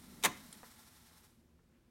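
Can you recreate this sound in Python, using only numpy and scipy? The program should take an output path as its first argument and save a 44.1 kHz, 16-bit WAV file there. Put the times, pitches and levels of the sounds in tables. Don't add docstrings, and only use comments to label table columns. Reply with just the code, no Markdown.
import sys
import numpy as np
from scipy import signal
from scipy.fft import rfft, irfft, next_fast_len
from scipy.io import wavfile
from scipy.ndimage import map_coordinates

SR = 44100
rng = np.random.default_rng(int(sys.argv[2]) if len(sys.argv) > 2 else 0)


def wav_record(signal):
    frames = np.transpose(np.atleast_2d(signal))
    bounded = np.clip(frames, -1, 1)
    quanta = np.round(bounded * 32767).astype(np.int16)
    wavfile.write(sys.argv[1], SR, quanta)


N = 83790

# frequency_hz, level_db
FLOOR_SPECTRUM = [(15, -32), (25, -2), (76, 0), (102, -5), (170, -8), (189, -14.5), (235, -0.5),
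                  (276, -14.5), (324, -12), (437, -16), (905, -25.5), (1010, -23.5), (1180, -27),
                  (1550, -28), (15800, -40)]
FLOOR_DB = -69
# frequency_hz, level_db, width_hz
MOTOR_TONES = [(75.2, -77.5, 18), (168, -81, 3.5), (229, -81.5, 20), (350, -86.5, 11)]

# time_s, level_db
WHIRR_LEVEL = [(0, -61), (.1, -58), (.22, -57), (.4, -61), (.56, -62.5), (.8, -74), (1.2, -86),
               (1.9, -89.5)]
# frequency_hz, level_db
WHIRR_SPECTRUM = [(40, -13), (125, -13), (165, -4), (205, -1.5), (245, -0.5), (290, -10), (400, -18),
                  (900, -27), (3000, -50.5)]
# time_s, level_db
TAPE_LEVEL = [(0, -62.5), (.2, -62.5), (.42, -60), (.66, -63), (.9, -64.5), (1.1, -67), (1.26, -68.5),
              (1.32, -73.5), (1.42, -83), (1.55, -96.5), (1.9, -105)]
# frequency_hz, level_db
HISS_SPECTRUM = [(300, -11.5), (500, -12), (700, -5), (1000, -3.5), (1400, -5), (2100, -5), (2700, -10.5),
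                 (3900, -5), (4700, -8), (5500, -6.5), (6500, -9.5), (9500, -7), (10600, -10.5),
                 (11600, -7), (15800, -16)]
# frequency_hz, level_over_hiss_db, width_hz
REEL_TONES = [(862, -17, 35), (1050, -21, 51), (1355, -18, 55), (5450, -19.5, 380)]
# peak_s, level_over_rubbing_db
GRAZES = [(.465, 2), (.58, 3), (.658, 3.5), (.718, 2.5), (.795, 4), (.872, 3), (.98, 2.5), (1.072, 3),
          (1.181, 4.5), (1.248, 4)]
GRAZE_WIDTH_S = 0.0105
FLUTTER_RATE_HZ, FLUTTER_DB = 90, 1.0

# start_s, level_db
TICKS = [(0.5276, -43.5)]
# frequency_hz, level_db
TICK_SPECTRUM = [(300, -43), (1500, -16), (2600, -11), (3600, -1), (5700, -13.5), (8300, -2), (10200, 0),
                 (11500, -24), (15500, -13)]
# start_s, level_db
TAPS = [(0.6313, -47), (1.111, -61), (1.59, -67.5)]
# frequency_hz, level_db
TAP_SPECTRUM = [(50, 1), (105, 9), (250, -6), (480, 1), (900, -3), (1400, 0.5), (2000, -8.5), (3000, -24),
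                (9000, -39.5)]
TICK_T60_S, TAP_T60_S = .03, 0.0659
# frequency_hz, level_db
BRUSH_SPECTRUM = [(300, -13.5), (1400, 3.5), (2800, -1), (4500, -19.5), (12000, -35)]
BRUSH_S, BRUSH_WIDTH_S, BRUSH_DB = 1.755, .04, -81

# start_s, steel_snap_db, chassis_knock_db
CONTACTS = [(0.2274, -44.5, -53.5), (0.234, -49.5, -52.5), (0.2373, -29, -37), (0.2415, -27, -33.5),
            (0.246, -31.5, -29.5), (0.2489, -22.5, -33), (0.2519, -28, -29.5), (0.2559, -26.5, -28),
            (0.2591, -30, -27.5)]
# frequency_hz, level_db
SNAP_SPECTRUM = [(900, -20.5), (1500, -9), (2200, -3), (3050, -9), (3650, -1), (4300, -12.5), (5300, -12),
                 (6300, -5), (8000, -9.5), (9600, -8.5), (10700, -13.5), (12500, -13), (15800, -20.5)]
# frequency_hz, level_db
KNOCK_SPECTRUM = [(60, -33.5), (150, -20), (230, -4.5), (330, -3.5), (500, -3), (800, -4), (1250, -3),
                  (1600, -7.5), (2000, -2.5), (2500, -4.5), (3000, -19), (3600, -11.5), (5000, -23.5)]
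SNAP_T60_S, KNOCK_T60_S, SNAP_LOW_HZ = 0.033, 0.061, 1510
# frequency_hz, level_before_rise_db, t60_s
CHASSIS_MODES = [(450.8, -35.5, 0.079), (582, -34.5, .12), (709, -28.5, .08), (872, -29.5, .075),
                 (1031.6, -33, 0.11), (1146, -32.5, .08), (1703, -38.5, .06), (1880, -37.5, 0.048),
                 (2054, -38, 0.055), (2192, -33.5, .065), (2371, -36.5, 0.045), (2688, -40, 0.099),
                 (3300, -36, .08), (3770, -36, 0.023), (3840, -36, .06), (6050, -37, 0.038),
                 (7135, -40, .06)]
CHASSIS_AT_S, CHASSIS_RISE_S = .243, 0.0031
# frequency_hz, level_before_rise_db, t60_s
CABINET_MODES = [(194, -32.5, 0.1411), (215, -30.5, .1), (307.7, -39.5, 0.15)]
CABINET_AT_S, CABINET_RISE_S = .255, 0.014
# frequency_hz, level_db
THUMP_SPECTRUM = [(35, -29.5), (70, -8), (105, -1), (160, -1.5), (250, 0), (340, -7), (500, -20),
                  (1500, -49.5)]
THUMP_S, THUMP_DB, THUMP_RISE_S, THUMP_T60_S = .263, -31.5, .025, .15

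# frequency_hz, t60_s
ROOM_DECAY = [(100, .35), (300, .33), (1000, 0.37), (3000, 0.44), (8000, .3), (15000, 0.2)]
# frequency_hz, level_db
ROOM_COLOUR = [(100, -0.5), (500, 0), (1100, 0.5), (2200, -4), (3600, -4), (6000, -2.5), (9000, -6),
               (15000, -5.5)]
ROOM_DB = -17
TOP_HZ = 15950


def amp(db):
    return 10 ** (np.asarray(db) / 20)


def unit(x):
    return x / np.sqrt(np.mean(x ** 2) + 1e-20)


def along(points, hz):
    f, v = np.transpose(points)
    return np.interp(np.log(hz + 1), np.log(f + 1), v)


def clock():
    return np.arange(N) / SR


def curve(rows):
    return np.interp(clock(), *np.transpose(rows))


def wobble(rate):
    return map_coordinates(rng.standard_normal(512), [clock() * rate], mode="wrap")


def filtered(x, response):
    m = next_fast_len(N + SR // 2)
    return irfft(rfft(x, m) * response(np.fft.rfftfreq(m, 1 / SR)), m)[:N]


def noise(spectrum, low_hz=20):
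    def response(hz):
        roll_off = hz ** 2 / (hz ** 2 + low_hz ** 2)
        return amp(along(spectrum, hz)) * roll_off

    return unit(filtered(rng.standard_normal(N), response))


def tones(rows):
    total = 0
    for hz, db, width_hz in rows:
        envelope = wobble(width_hz) + 1j * wobble(width_hz)
        carrier = np.exp(2j * np.pi * hz * clock())
        total = total + amp(db) * unit(np.real(envelope * carrier))
    return total


def rise(s, rise_s):
    return 1 - np.exp(-np.maximum(clock() - s, 0) / rise_s)


def swell(s, width_s):
    return np.exp(-.5 * ((clock() - s) / width_s) ** 2)


def burst(s, db, t60):
    age = clock() - s
    return (age >= 0) * amp(db - 60 * np.abs(age) / t60)


def ring(modes, s, rise_s):
    total = 0
    for hz, db, t60 in modes:
        cycles = hz * clock() + rng.random()
        total = total + burst(s, db, t60) * np.sin(2 * np.pi * cycles + 0.41 * wobble(120))
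    return rise(s, rise_s) * total


def background():
    return amp(FLOOR_DB) * noise(FLOOR_SPECTRUM, low_hz=34)


def idling_motor():
    return tones(MOTOR_TONES)


def reel_drive():
    return amp(curve(WHIRR_LEVEL)) * noise(WHIRR_SPECTRUM)


def running_tape():
    graze_db = sum(db * swell(s, GRAZE_WIDTH_S) for s, db in GRAZES)
    flutter_db = FLUTTER_DB * wobble(FLUTTER_RATE_HZ)
    level_db = curve(TAPE_LEVEL) + graze_db + flutter_db
    return amp(level_db) * (noise(HISS_SPECTRUM, low_hz=300) + tones(REEL_TONES))


def small_sounds():
    ticks = sum(burst(s, db, TICK_T60_S) for s, db in TICKS) * noise(TICK_SPECTRUM)
    taps = sum(burst(s, db, TAP_T60_S) for s, db in TAPS) * noise(TAP_SPECTRUM)
    brush = amp(BRUSH_DB) * swell(BRUSH_S, BRUSH_WIDTH_S) * noise(BRUSH_SPECTRUM)
    return ticks + taps + brush


def stop_key():
    snap_envelope = np.sqrt(sum(burst(s, db, SNAP_T60_S) ** 2 for s, db, _ in CONTACTS))
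    knock_envelope = np.sqrt(sum(burst(s, db, KNOCK_T60_S) ** 2 for s, _, db in CONTACTS))
    snap = snap_envelope * noise(SNAP_SPECTRUM, SNAP_LOW_HZ)
    knock = knock_envelope * noise(KNOCK_SPECTRUM, low_hz=200)
    thump_envelope = burst(THUMP_S, THUMP_DB, THUMP_T60_S) * rise(THUMP_S, THUMP_RISE_S)
    thump = thump_envelope * noise(THUMP_SPECTRUM)
    chassis = ring(CHASSIS_MODES, CHASSIS_AT_S, CHASSIS_RISE_S)
    cabinet = ring(CABINET_MODES, CABINET_AT_S, CABINET_RISE_S)
    return snap + knock + thump + chassis + cabinet


def room(x):
    hz, t, z = signal.stft(rng.standard_normal(SR // 2), SR, nperseg=256)
    colour_db = along(ROOM_COLOUR, hz)[:, None]
    decay_db = 60 * t / along(ROOM_DECAY, hz)[:, None]
    tail = signal.istft(z * amp(colour_db - decay_db), SR, nperseg=256)[1]
    return signal.fftconvolve(x, tail / np.linalg.norm(tail))[:N]


def scene():
    keys = stop_key() + small_sounds()
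    deck = idling_motor() + reel_drive() + running_tape()
    mix = background() + deck + keys + amp(ROOM_DB) * room(keys)
    return mix[None]


def record(dry):
    return filtered(dry[0], lambda hz: hz < TOP_HZ)[None]


dry = scene()
out = record(dry)
wav_record(out)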